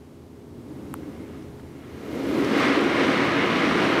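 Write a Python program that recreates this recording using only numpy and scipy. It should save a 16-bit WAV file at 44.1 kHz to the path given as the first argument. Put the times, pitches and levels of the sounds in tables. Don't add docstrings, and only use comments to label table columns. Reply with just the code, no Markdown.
import sys
import numpy as np
from scipy import signal
from scipy.fft import rfft, irfft
from scipy.io import wavfile

SR = 44100
rng = np.random.default_rng(int(sys.argv[2]) if len(sys.argv) > 2 else 0)


def materialize(psi):
    bounded = np.clip(np.atleast_2d(psi).T, -1, 1)
    quanta = np.round(bounded * 32767).astype(np.int16)
    wavfile.write(sys.argv[1], SR, quanta)


N = 176400
T = np.arange(N) / SR

# time_s, rumble_db, rush_db
FIRST_SWELL = [(0, -78, -66), (.55, -47.5, -65.5), (.72, -36.5, -60), (.95, -38, -56), (1.2, -36.5, -54.5),
               (1.35, -40.5, -53.5), (1.55, -47.5, -60.5), (1.85, -49.5, -55.5), (2.3, -52, -63)]


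def from_db(db):
    return 10 ** (np.asarray(db) / 20)


def rms_one(x):
    return x / np.sqrt(np.mean(x ** 2) + 1e-20)


def gains(rows):
    time_s, *columns = np.transpose(rows)
    fade = np.clip(1 + (T - time_s[0]) * 10, 0, 1)
    return [fade * from_db(np.interp(T, time_s, level_db)) for level_db in columns]


def drift(rate_hz):
    hop, settle = 40, 2000
    pole = np.exp(-2 * np.pi * hop * rate_hz / SR)
    noise = rng.standard_normal(N // hop + settle + 2)
    slow = signal.lfilter([1], [1, -2 * pole, pole * pole], noise)[settle:]
    return np.interp(np.arange(N) / hop, np.arange(len(slow)), rms_one(slow))


def colour(x, spectrum):
    freq_hz, gain_db = np.transpose(spectrum)
    bins_hz = np.maximum(np.arange(N // 2 + 1) * SR / N, 1)
    response = from_db(np.interp(np.log(bins_hz), np.log(freq_hz), gain_db))
    return rms_one(irfft(rfft(x) * response, N))


def resonate(x, pitch_hz, width_hz):
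    radius = np.exp(-np.pi * width_hz / SR)
    feedback = [1, -2 * radius * np.cos(2 * np.pi * pitch_hz / SR), radius * radius]
    return rms_one(signal.lfilter([1, 0, -1], feedback, x))


def hall(x, t60_s=1.44, tail_db=-7):
    tail = rng.standard_normal(N) * from_db(-60 * T / t60_s)
    tail /= np.sqrt(np.sum(tail ** 2))
    return x + from_db(tail_db) * signal.fftconvolve(x, tail)[:N]


def machinery(air_db=-43, waver_hz=2.15):
    # freq_hz, gain_db
    air_spectrum = [(15, -23), (30, -15), (55, -8), (80, 0.5), (100, 2), (135, 2.5), (180, -1.5), (260, -1),
                    (370, -1.5), (470, -7), (700, -13), (1000, -17), (2000, -29.5), (3500, -30),
                    (7000, -34), (12500, -37.5), (15500, -42)]
    # pitch_hz, level_db, waver_depth
    hum_lines = [(76.7, -55.5, 0.6), (83, -52, 0), (130.8, -56, 0.95), (141.7, -54.5, 1), (239.4, -51, .6),
                 (269.5, -51.5, 0.58), (348, -55.5, 0.4), (413, -51.5, 0.27)]
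    # time_s, gain_db
    room_gain = [(0, -4.5), (.45, -4), (.9, 1), (2, -1), (4, 0)]
    room = from_db(air_db) * colour(rng.standard_normal(N), air_spectrum)
    for pitch_hz, level_db, waver_depth in hum_lines:
        waver = 1 + waver_depth * (drift(waver_hz) + 1j * drift(waver_hz))
        tone = np.exp(2j * np.pi * (pitch_hz * T + rng.random()))
        room += from_db(level_db) * rms_one(np.real(waver * tone))
    return room * gains(room_gain)[0]


def knocks(t60_s=0.033):
    # start_s, level_db, pitch_hz
    events = [(1.423, -54, 3000), (1.597, -46, 1380), (2.446, -34, 3770), (2.809, -45.5, 7800),
              (2.84, -44, 6000)]
    bursts = np.zeros(N)
    for start_s, level_db, pitch_hz in events:
        decay_db = 60 * np.clip((T - start_s) / t60_s, 0, 2)
        band = resonate(rng.standard_normal(N), pitch_hz, width_hz=pitch_hz)
        band = resonate(band, pitch_hz, width_hz=pitch_hz)
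        bursts += (T >= start_s) * from_db(level_db - decay_db) * band
    return hall(bursts)


def tick(start_s=.9403):
    # low_hz, high_hz, gain_db
    bands = [(786, 1410, 7), (1400, 3240, -9), (7400, 14000, -11)]
    impulse = np.full(N, 1e-18)
    impulse[int(start_s * SR)] = 1
    snap = np.zeros(N)
    for low_hz, high_hz, gain_db in bands:
        bandpass = signal.butter(4, [low_hz, high_hz], "band", fs=SR, output="sos")
        snap += from_db(gain_db) * signal.sosfilt(bandpass, impulse)
    return snap


def pebble_impacts(per_s=7000, spread_db=2):
    sizes = from_db(spread_db * np.minimum(rng.exponential(1, N), 5))
    signs = rng.choice([-1, 1], N)
    return sizes * signs * (rng.random(N) < per_s / SR)


def sliding(spectrum, modes, flutter_db=0.5):
    broad = colour(hall(pebble_impacts()), spectrum)
    rings = sum(from_db(level_db) * resonate(colour(pebble_impacts(), spectrum), pitch_hz, width_hz)
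                for pitch_hz, width_hz, level_db in modes)
    return (broad + rings) * from_db(flutter_db * drift(rate_hz=11))


def crackle(per_s=45, pitch_hz=11000, t60_s=.02):
    snaps = (rng.random(N) < per_s / SR) * rng.uniform(0.24, 1, N)
    envelope = signal.lfilter([1], [1, -from_db(-60 / (t60_s * SR))], snaps + 1e-18)
    return resonate(envelope * rng.standard_normal(N), pitch_hz, width_hz=pitch_hz / 2)


def ice_hiss(crackle_db=-12):
    # freq_hz, gain_db
    spectrum = [(1500, -18), (3500, 12), (6000, 7), (9000, 0.5), (11500, 1.5), (14000, 0), (16000, -13)]
    # time_s, level_db
    levels = [(1.9, -65), (2.15, -53.5), (2.35, -49.5), (2.63, -53), (2.8, -59), (4, -57)]
    hiss = colour(hall(pebble_impacts()), spectrum)
    return (hiss + from_db(crackle_db) * crackle()) * gains(levels)[0]


def rim_treble():
    # freq_hz, gain_db
    spectrum = [(2000, -7), (3700, 1.5), (5000, -1), (5700, -4), (7000, -12), (8900, -13), (10500, -21.5),
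                (15500, -36)]
    # time_s, level_db
    levels = [(2.1, -63), (2.45, -46.5), (2.63, -39.5), (2.82, -49.5), (3.1, -42), (3.4, -54), (3.65, -47),
              (3.85, -41.5), (4, -53)]
    return colour(pebble_impacts(), spectrum) * gains(levels)[0]


def ice_bass():
    # freq_hz, gain_db
    spectrum = [(40, -52), (75, -15), (100, -7), (125, 2), (160, 5), (200, 4), (300, -9), (600, -65)]
    # time_s, level_db
    levels = [(1.9, -54), (2.3, -38.5), (2.55, -35.5), (2.85, -38.5), (3.15, -35.5), (3.35, -32.5),
              (3.55, -32.5), (4, -34.5)]
    return colour(pebble_impacts(), spectrum) * gains(levels)[0]


def first_swell():
    # freq_hz, gain_db
    spectrum = [(80, -31), (135, -5), (190, 1), (240, 1), (315, 4.5), (365, -6.5), (430, -10.5), (520, -8),
                (700, -20.5), (1000, -21.5), (2000, -55)]
    # pitch_hz, width_hz, relative_db
    modes = [(240.5, 15, -9), (280, 20, -7.5), (313, 20, -2.5)]
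    return sliding(spectrum, modes) * gains(FIRST_SWELL)[0]


def rim_rush():
    # freq_hz, gain_db
    spectrum = [(50, -49), (300, -22), (600, 2.5), (850, -2.5), (1100, 2), (1700, 1), (2300, -1.5),
                (3000, -6.5), (4000, -11.5), (5000, -19), (5700, -20), (7000, -29.5), (8800, -32.5),
                (10500, -40), (15500, -64)]
    # pitch_hz, width_hz, relative_db
    modes = [(1008, 89, -15.5), (1253, 79, -10.5), (1585, 110, -20.5), (1934, 40, -16), (2135, 100, -10),
             (2500, 45, -25), (2860, 150, -15.5)]
    # time_s, relative_db
    levels = [(1.8, -58), (2.0, -49), (2.2, -40), (2.5, -31), (2.63, -22.5), (2.72, -23.5), (2.84, -26),
              (3.15, -24), (3.35, -24), (3.6, -24), (4, -24)]
    envelope = np.hypot(gains(FIRST_SWELL)[1], gains(levels)[0])
    return sliding(spectrum, modes) * envelope


def stone_rumble():
    # freq_hz, gain_db
    spectrum = [(40, -65), (100, -49), (170, -19.5), (215, -5.5), (290, -3.5), (360, -0.5), (420, -4),
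                (520, -4.5), (700, -15.5), (1000, -18.5), (2000, -56.5)]
    # pitch_hz, width_hz, relative_db
    modes = [(207.6, 21, -11.5), (230, 16, -12.5), (274.8, 23.5, -2), (305.7, 26, -9), (344.3, 19, -7),
             (456.4, 16, -13.5)]
    # time_s, relative_db
    levels = [(1.8, -56), (2.0, -38), (2.21, -27.5), (2.42, -23), (2.62, -20.5), (3.05, -21.5),
              (3.32, -24.5), (4, -22)]
    return sliding(spectrum, modes) * gains(levels)[0]


def stone(rumble_gain_db=-4, rush_gain_db=-2):
    rumble = from_db(rumble_gain_db) * (first_swell() + stone_rumble())
    rush = from_db(rush_gain_db) * rim_rush()
    return rumble + rush + ice_bass() + rim_treble() + ice_hiss()


def scene():
    return (stone() + machinery() + tick() + knocks())[None]


def record(dry, cutoff_hz=15600):
    return signal.sosfilt(signal.ellip(12, .1, 80, cutoff_hz, fs=SR, output="sos"), dry)


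dry = scene()
out = record(dry)
materialize(out)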